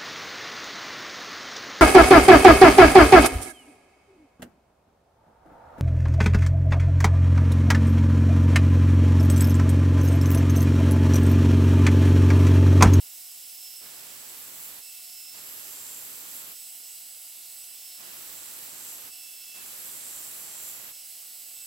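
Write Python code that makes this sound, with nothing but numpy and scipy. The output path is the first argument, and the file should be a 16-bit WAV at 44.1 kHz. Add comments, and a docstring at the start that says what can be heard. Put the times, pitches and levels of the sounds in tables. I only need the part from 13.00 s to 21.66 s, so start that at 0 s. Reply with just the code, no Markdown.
"""A belt grinder runs in a small workshop, and a steel blade is pressed on it in four passes.
Friction of the belt on its wheels makes a hiss and drives the resonances of the frame. In each pass
the grit cuts with a bright hiss and excites the modes of the steel, which throb with the wheel's
rotation; an even, broad rush lasts as long as the contact. Beneath this a bearing whines, the motor
drive hums and a faint draught flutters. The load slows the machine a little and weakens its tones."""
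import sys
import numpy as np
from scipy import signal
from scipy.fft import rfft, irfft
from scipy.io import wavfile

SR = 44100
rng = np.random.default_rng(int(sys.argv[2]) if len(sys.argv) > 2 else 0)


def wrap_up_sound(samples):
    """Save the sound to the file named by the first command line argument, as 16-bit audio."""
    columns = np.atleast_2d(samples).T
    # keep every value between -1 and 1, then stretch to whole-number steps
    tamed = np.clip(columns, -1, 1)
    steps = np.round(tamed * 32767).astype(np.int16)
    wavfile.write(sys.argv[1], SR, steps)


N = 381906
TIME = np.arange(N) / SR
FREE_WHEEL_HZ, FREE_WHINE_HZ = 38.3, 2659.0

# Passes of the blade; levels in all tables are relative: (start [s], end [s], rush [dB], ringing [dB],
# edge squeal [dB], cutting hiss [dB], heel-to-tip rise of ringing and squeal [dB], rise of hiss [dB],
# lead at mid-stroke [blade lengths], sag of the whine [Hz], flare before contact [dB])
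PASSES = [(0.812, 1.807, -50, -56.5, -62.5, -55, 7, 9, 0.0099, 14.8, -1.5),
          (2.33, 3.538, -49.5, -51.5, -55.5, -50, 1, 0, -0.02, 18, -1.8),
          (4.988, 6.099, -49.3, -52, -58, -53.5, 8, -2, 0.046, 14, -8),
          (6.546, 7.92, -49, -49.5, -57.5, -50, 2.5, -4, 0.025, 20, -9.5)]


def belt(turns):
    """Sliding friction makes broadband noise and forces the frame to resonate; contact dims both."""
    spectrum = [(1000, -44), (1700, -17.5), (2170, -14), (2470, -15), (2940, -8), (3380, -10), (4860, -6),
                (6860, -8), (7740, -1.5), (9330, -6.5), (10700, -5), (13800, -2.5), (15700, -5.5)]  # belt hiss: (frequency [Hz], spectral density [dB])
    likeness = [(1500, 1), (3200, 1), (4500, 1), (7000, 0.5), (9000, 0.34), (12000, 0.28), (15000, 0.1)]  # its stereo image: (frequency [Hz], correlation [0-1])
    balance = [(2000, 0.5), (4400, -0.5), (8100, -1.5), (15000, -4.5)]  # its direction: (frequency [Hz], left minus right [dB])
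    frame_modes = [(4970, 96, -1.5), (10640, 100, -8), (10500, 130, 2.5), (11240, 350, 2.5),
                   (11900, 130, 1), (13700, 330, 0), (13900, 200, 3), (14630, 68, 1), (14800, 160, 1),
                   (15400, 140, -2), (15700, 71, 0)]  # machine resonances: (frequency [Hz], bandwidth [Hz], level [dB])
    contact_dip_db, tip_dip_db = -1.5, -1.05
    noises = [grit(turns, repeat=0.37), grit(turns, repeat=0.37)]
    hiss = coloured(noises, spectrum, likeness, balance, flicker_db=1.1)
    hiss = signal.sosfilt(signal.butter(4, 1900, "high", fs=SR, output="sos"), hiss)
    # the hands reflect the lower hiss while they are at the belt
    hands = sum(touching(start - .33, end - .1, ramp_s=0.22) for start, end, *_ in PASSES)
    reflection = signal.sosfilt(signal.butter(1, 5500, fs=SR, output="sos"), hiss)
    hiss = hiss + hands * from_db(-20) * reflection
    frame = resonate(grit(turns, repeat=0.65), frame_modes, wander_db=1.2, likeness=0.41) * pan(-2.0)
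    dip_db = 0
    for start, end, *_ in PASSES:
        depth_db = contact_dip_db + tip_dip_db * along_blade(start, end, lead=0)
        dip_db += touching(start, end, ramp_s=0.062) * depth_db
    return from_db(-45 + dip_db) * (from_db(-0.2) * hiss + from_db(-7.5) * frame)


def grinding(turns):
    """Forced vibration: grit tears at the steel, hissing and exciting the modes of the blade."""
    # blade modes: (frequency [Hz], bandwidth [Hz], level [dB])
    main_modes = [(7240, 100, 1), (7340, 45, -10), (7400, 95, 5), (7645, 50, 1.5), (6490, 540, -10),
                  (6090, 60, -12)]
    middle_modes = [(7920, 160, -5), (8180, 170, -1), (8320, 35, 2)]  # strongest at mid-blade
    edge_modes = [(11630, 130, 0), (11680, 120, 2)]
    high_modes = [(9820, 150, -5), (9960, 160, 0.5), (10780, 120, 1), (11100, 190, 2), (12380, 120, 1),
                  (12200, 110, 0.5), (13500, 180, -5), (13250, 220, 2), (14000, 180, 3.5), (14600, 120, -3),
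                  (15060, 180, -5), (15500, 200, -6)]
    spectrum = [(2500, -16), (4500, -20.5), (6500, -22), (9000, -6), (10000, -1), (12000, 6), (14000, 10),
                (15700, 6)]  # cutting hiss: (frequency [Hz], spectral density [dB])
    likeness = [(3000, .6), (7500, 0.77), (11000, 0.44), (15000, 0.64)]  # its stereo image: (frequency [Hz], correlation [0-1])
    balance = [(3000, -15), (8000, -6), (15000, -1.5)]  # its direction: (frequency [Hz], left minus right [dB])
    throb = wheel_throb(turns, depth_db=1.5)
    ring = resonate(grit(turns, repeat=0.87) * throb, main_modes, wander_db=1.0, likeness=0.64)
    middle = resonate(grit(turns, repeat=0.63) * throb, middle_modes, wander_db=2.5, likeness=0.52)
    edge = resonate(grit(turns, repeat=0.42) * throb, edge_modes, wander_db=0.5, likeness=.3)
    high = resonate(grit(turns, repeat=0.42) * throb, high_modes, wander_db=2.0, likeness=.4)
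    noises = [grit(turns, repeat=0.36), grit(turns, repeat=0.64)]
    hiss = coloured(noises, spectrum, likeness, balance, flicker_db=3.5) * throb ** .5
    ringing, squealing, cutting, halfway = strokes()
    steel = ringing * (from_db(-1.56) * ring + from_db(-7.5 + 3.2 * halfway) * middle)
    steel += from_db(1.0) * squealing * edge + from_db(-1.0) * cutting * high
    return steel * pan(-3.0) + from_db(1.0) * cutting * hiss


def wheel_throb(turns, depth_db):
    """Amplitude modulation: high spots of the wheel press harder once in every turn."""
    harmonics = enumerate([0.45, .7, 1.4, 0.77, .5, 1.3, .3, 0.53], 1)
    bumps = sum(size * np.cos(2 * np.pi * (k * turns + rng.random())) for k, size in harmonics)
    return rms_one(from_db(depth_db * rms_one(bumps)))


def strokes():
    """Excitation depends on the contact point: gains of ring, squeal, hiss; nearness to mid-blade."""
    # heel-to-tip profile: (place [0-1], ringing [dB], edge squeal [dB], cutting hiss [dB])
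    profile = [(0, -4.5, -8, -5), (.1, -2, 3.5, -2), (.2, -2, 4.5, 1.5), (.29, 1.9, 3, 0.5),
               (.39, 2.5, -5, 0), (.49, 2.5, -1, 1), (.61, -2.5, 3, 3), (.74, 0.5, -1.5, -1),
               (.85, 2.5, 4, 5), (.92, -3.5, 2, -1.5), (1, -9, 1, 0)]
    places, *shapes = np.transpose(profile)
    gains, halfway = np.zeros((3, N)), np.zeros(N)
    for start, end, _, ring_db, edge_db, cut_db, steel_rise_db, cut_rise_db, lead, *_ in PASSES:
        place = along_blade(start, end, lead)
        ring, edge, cut = (np.interp(place, places, shape) for shape in shapes)
        steel_tilt, cut_tilt = steel_rise_db * (place - .5), cut_rise_db * (place - .5)
        levels_db = [ring_db + ring + steel_tilt, edge_db + edge + steel_tilt, cut_db + cut + cut_tilt]
        gains += touching(start, end, ramp_s=0.032) * from_db(levels_db)
        halfway += np.sin(np.pi * place)
    return *gains, halfway


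def rush():
    """Gated broadband noise: an even rush lasts as long as the contact."""
    spectrum = [(25, -13), (60, -5), (120, -2.5), (250, -0.5), (1000, -0.5), (2200, -1), (4000, -1.1),
                (8000, -4), (15000, -14.5)]  # rush of a pass: (frequency [Hz], spectral density [dB])
    contact = sum(from_db(db) * touching(start, end, ramp_s=0.034) for start, end, db, *_ in PASSES)
    return contact * diffuse(spectrum) * pan(-3.5)


def bearing(clock, load):
    """Rotation sets the pitch of a rough harmonic whine and of weaker tones that fade under load."""
    weak_tones = [(4876, -68), (7532, -68), (8420, -66), (9841, -73), (10530, -71), (11079, -69),
                  (11181, -71), (11526, -72), (11719, -71), (13328, -68), (13442, -67), (13593, -68),
                  (14476, -70)]  # free-running bearing: (frequency [Hz], level [dB])
    whine = sum(gain * tone(k * FREE_WHINE_HZ, clock, waver_db=1.2, slip_rad=0.12)
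                for k, gain in enumerate(whine_gains(load), 1))
    whine *= from_db(1.5 * drift(45))  # quick flutter
    others = sum(from_db(db) * tone(hz, clock, waver_db=3.0, slip_rad=.9) for hz, db in weak_tones)
    # one more tone sings between the last two passes
    singing = touching(6.12, 6.6, ramp_s=.03) * tone(3381, clock, waver_db=0.5, slip_rad=.3)
    return (from_db(-2.0) * whine + from_db(-14 * load) * others + from_db(-64) * singing) * pan(-6.0)


def whine_gains(load):
    """Partial envelopes: each shifts with load, flares around a pass and swells now and then."""
    # harmonics 1-5: (free [dB], loaded [dB], flare before contact [dB], flare on release [dB])
    partials = [(-69.5, -69, -70.5, -69), (-64.5, -69, -49.5, -57), (-55, -55.5, -102, -62),
                (-65, -61, -65, -66), (-66, -71, -78, -74)]
    # swells of single partials: (time [s], half-width [s], harmonic [number], level [dB])
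    swells = [(0.15, 0.42, 2, -62.5), (0.78, 0.059, 3, -61), (1.88, 0.077, 1, -67), (2.15, 0.28, 1, -67.5),
              (3.59, 0.087, 3, -60), (3.72, 0.084, 4, -55), (3.82, 0.068, 2, -59.5), (4.0, 0.24, 3, -56),
              (4.6, 0.053, 2, -68), (4.61, 0.077, 4, -56), (4.62, 0.078, 3, -58), (4.75, .33, 1, -71),
              (6.223, 0.19, 1, -61.5), (6.3, 0.13, 2, -66), (6.55, 0.12, 1, -56), (8.1, 0.07, 4, -53),
              (8.25, .2, 3, -63), (8.6, 0.11, 1, -64), (8.62, 0.14, 3, -55), (8.62, .1, 2, -63)]
    nearing, released, gains = 0, 0, []
    for start, end, *_, flare_db in PASSES:
        damping_db = -12 * touching(start + .025, end, ramp_s=.09)  # contact damps the flare
        nearing += from_db(flare_db + damping_db) * swell(start - 0.064, rise_s=0.22, fall_s=.3)
        released += swell(end + 0.023, rise_s=.025, fall_s=0.1)
    for k, (free_db, loaded_db, near_db, release_db) in enumerate(partials, 1):
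        steady = from_db(free_db + (loaded_db - free_db) * load)
        flares = from_db(near_db) * nearing + from_db(release_db) * released
        swelling = sum(from_db(db) * swell(at_s, half_s, half_s)
                       for at_s, half_s, harmonic, db in swells if harmonic == k)
        gains.append(steady + flares + (1 - load) * swelling)
    return gains


def motor(load):
    """Electrical tones are independent of the wheel's speed: they keep their pitch, fading under load."""
    drive_tones = [(720, -74.5), (1440, -79), (1938, -82.5), (2160, -73), (2336, -79.5), (2837, -72.5),
                   (2880, -70.5), (3957, -70), (4097, -72), (4430, -83)]  # motor and drive: (frequency [Hz], level [dB])
    hum = sum(from_db(db) * tone(hz, TIME, waver_db=1.5, slip_rad=0.16) for hz, db in drive_tones)
    return from_db(-5 * load) * pan(-2) * hum


def draught(turns):
    """Flow noise: a faint rush of air, modulated once in every turn of the wheel."""
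    spectrum = [(25, -12), (60, -6.5), (120, -2), (300, -1), (1000, -0.5), (2000, -1.5), (5000, -4)]  # the belt's draught: (frequency [Hz], spectral density [dB])
    flutter = 1 + 0.33 * np.sin(2 * np.pi * turns)
    return from_db(-63.0) * rms_one(diffuse(spectrum) * flutter) * pan(-15.0)


def speed(sag_s, recover_s):
    """Friction brakes the machine until the blade eases off; gives the share of free-running speed."""
    drop_hz = 0
    for start, end, *_, sag_hz, _ in PASSES:
        slowing = 1 - np.exp(-np.maximum(TIME - start, 0) / sag_s)
        drop_hz += sag_hz * slowing * np.clip((end - TIME) / recover_s, 0, 1)
    return 1 - drop_hz / FREE_WHINE_HZ


def along_blade(start, end, lead):
    """The contact point travels from heel (0) to tip (1), ahead or behind by `lead` in mid-stroke."""
    even = np.clip((TIME - start) / (end - start), 0, 1)
    return even + lead * np.sin(np.pi * even)


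def grit(turns, repeat):
    """Two quasi-periodic noises: the share `repeat` of the power recurs each turn and wears away."""
    length, survival = round(SR / FREE_WHEEL_HZ), .92
    laps = rng.standard_normal((2, int(turns[-1]) + 42, length))
    worn = signal.lfilter([np.sqrt(1 - survival ** 2)], [1, -survival], laps, axis=1)
    recurring = worn[:, 40:].reshape(2, -1)[:, (turns * length).astype(int)]
    return np.sqrt(repeat) * recurring + np.sqrt(1 - repeat) * rng.standard_normal((2, N))


def resonate(force, modes, wander_db, likeness):
    """Modal superposition in stereo: each damped mode swells and fades as the contact point moves."""
    out = 0
    for hz, width_hz, level_db in modes:
        r = np.exp(-np.pi * width_hz / SR)
        feedback = [1, -2 * r * np.cos(2 * np.pi * hz / SR), r * r]
        mode = signal.lfilter([1, 0, -1], feedback, force) * (1 - r * r) / 2
        out += from_db(level_db + wander_db * drift(0.93)) * mode
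    return stereo(*rms_one(out), likeness)


def coloured(noises, spectrum, likeness, balance, flicker_db):
    """Spectral shaping: stereo noise bands, neighbours uncorrelated, each flickering by itself."""
    edges = np.r_[20, 40, 80, 160, 320, 640, 1100, np.geomspace(1600, 16500, 14)]
    out = 0
    for k, (low, high) in enumerate(zip(edges, edges[1:])):
        hz = np.sqrt(low * high)
        band = signal.butter(2, [low, high], "band", fs=SR, output="sos")
        mid, side = signal.sosfilt(band, noises[k % 2])
        gain = from_db(at_hz(spectrum, hz) + flicker_db * drift(8.7))
        out += gain * stereo(mid, side, at_hz(likeness, hz)) * pan(at_hz(balance, hz))
    return rms_one(out)


def diffuse(spectrum):
    """Diffuse noise, uncorrelated between the ears."""
    hz = np.maximum(np.arange(N // 2 + 1) * SR / N, 1)
    white = rfft(rng.standard_normal((2, N)))
    return rms_one(irfft(white * from_db(at_hz(spectrum, hz)), N))


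def tone(hz, clock, waver_db, slip_rad):
    """A sinusoid wavering in level and phase; reflections shift the phase at each ear."""
    phase = 2 * np.pi * (hz * clock + rng.random()) + slip_rad * drift(4.8)
    ears = np.array([np.sin(phase + 0.12 * drift(3.5)) for ear in range(2)])
    return np.sqrt(2) * from_db(waver_db * drift(8.2)) * ears


def touching(start, end, ramp_s):
    """A trapezoidal gate: 1 between start and end."""
    return np.clip((TIME - start) / ramp_s + .5, 0, 1) * np.clip((end - TIME) / ramp_s + .5, 0, 1)


def swell(at_s, rise_s, fall_s):
    """A two-sided Gaussian hump of height 1."""
    return np.exp(-((TIME - at_s) / np.where(TIME < at_s, rise_s, fall_s)) ** 2)


def drift(rate_hz):
    """Low-pass random fluctuation of unit power."""
    hop = 40
    r = np.exp(-2 * np.pi * hop * rate_hz / SR)
    slow = signal.lfilter([1], [1, -2 * r, r * r], rng.standard_normal(N // hop + 2002))[2000:]
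    return np.interp(np.arange(N) / hop, np.arange(len(slow)), rms_one(slow))


def stereo(mid, side, likeness):
    """Sum and difference of two unrelated signals give ears with correlation `likeness`."""
    return np.sqrt(1 + likeness) * mid + np.sqrt(1 - likeness) * side * np.array([[1], [-1]])


def pan(balance_db):
    """Gains for an interaural level difference, left minus right."""
    return from_db(np.array([[.5], [-.5]]) * balance_db)


def at_hz(points, hz):
    """Interpolate a table along log frequency."""
    frequencies, values = np.transpose(points)
    return np.interp(np.log(hz), np.log(frequencies), values)


def from_db(db):
    """Decibels to gain."""
    return 10 ** (np.asarray(db) / 20)


def rms_one(x):
    """Scale to unit power."""
    return x / np.sqrt(np.mean(x ** 2) + 1e-20)


def scene():
    """Superposition: one shared speed drives the belt, the grinding, the bearing and the draught."""
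    clock = np.cumsum(speed(sag_s=.14, recover_s=.13)) / SR
    turns = FREE_WHEEL_HZ * clock
    load = sum(touching(start + 0.08, end, ramp_s=0.032) for start, end, *_ in PASSES)
    machine = belt(turns) + bearing(clock, load) + motor(load) + draught(turns)
    return machine + rush() + grinding(turns)


def record(dry):
    """Band limiting: a steep low-pass removes the highest treble."""
    cutoff_hz = 15800
    return signal.sosfilt(signal.ellip(12, .1, 80, cutoff_hz, fs=SR, output="sos"), dry)


dry = scene()
out = record(dry)
wrap_up_sound(out)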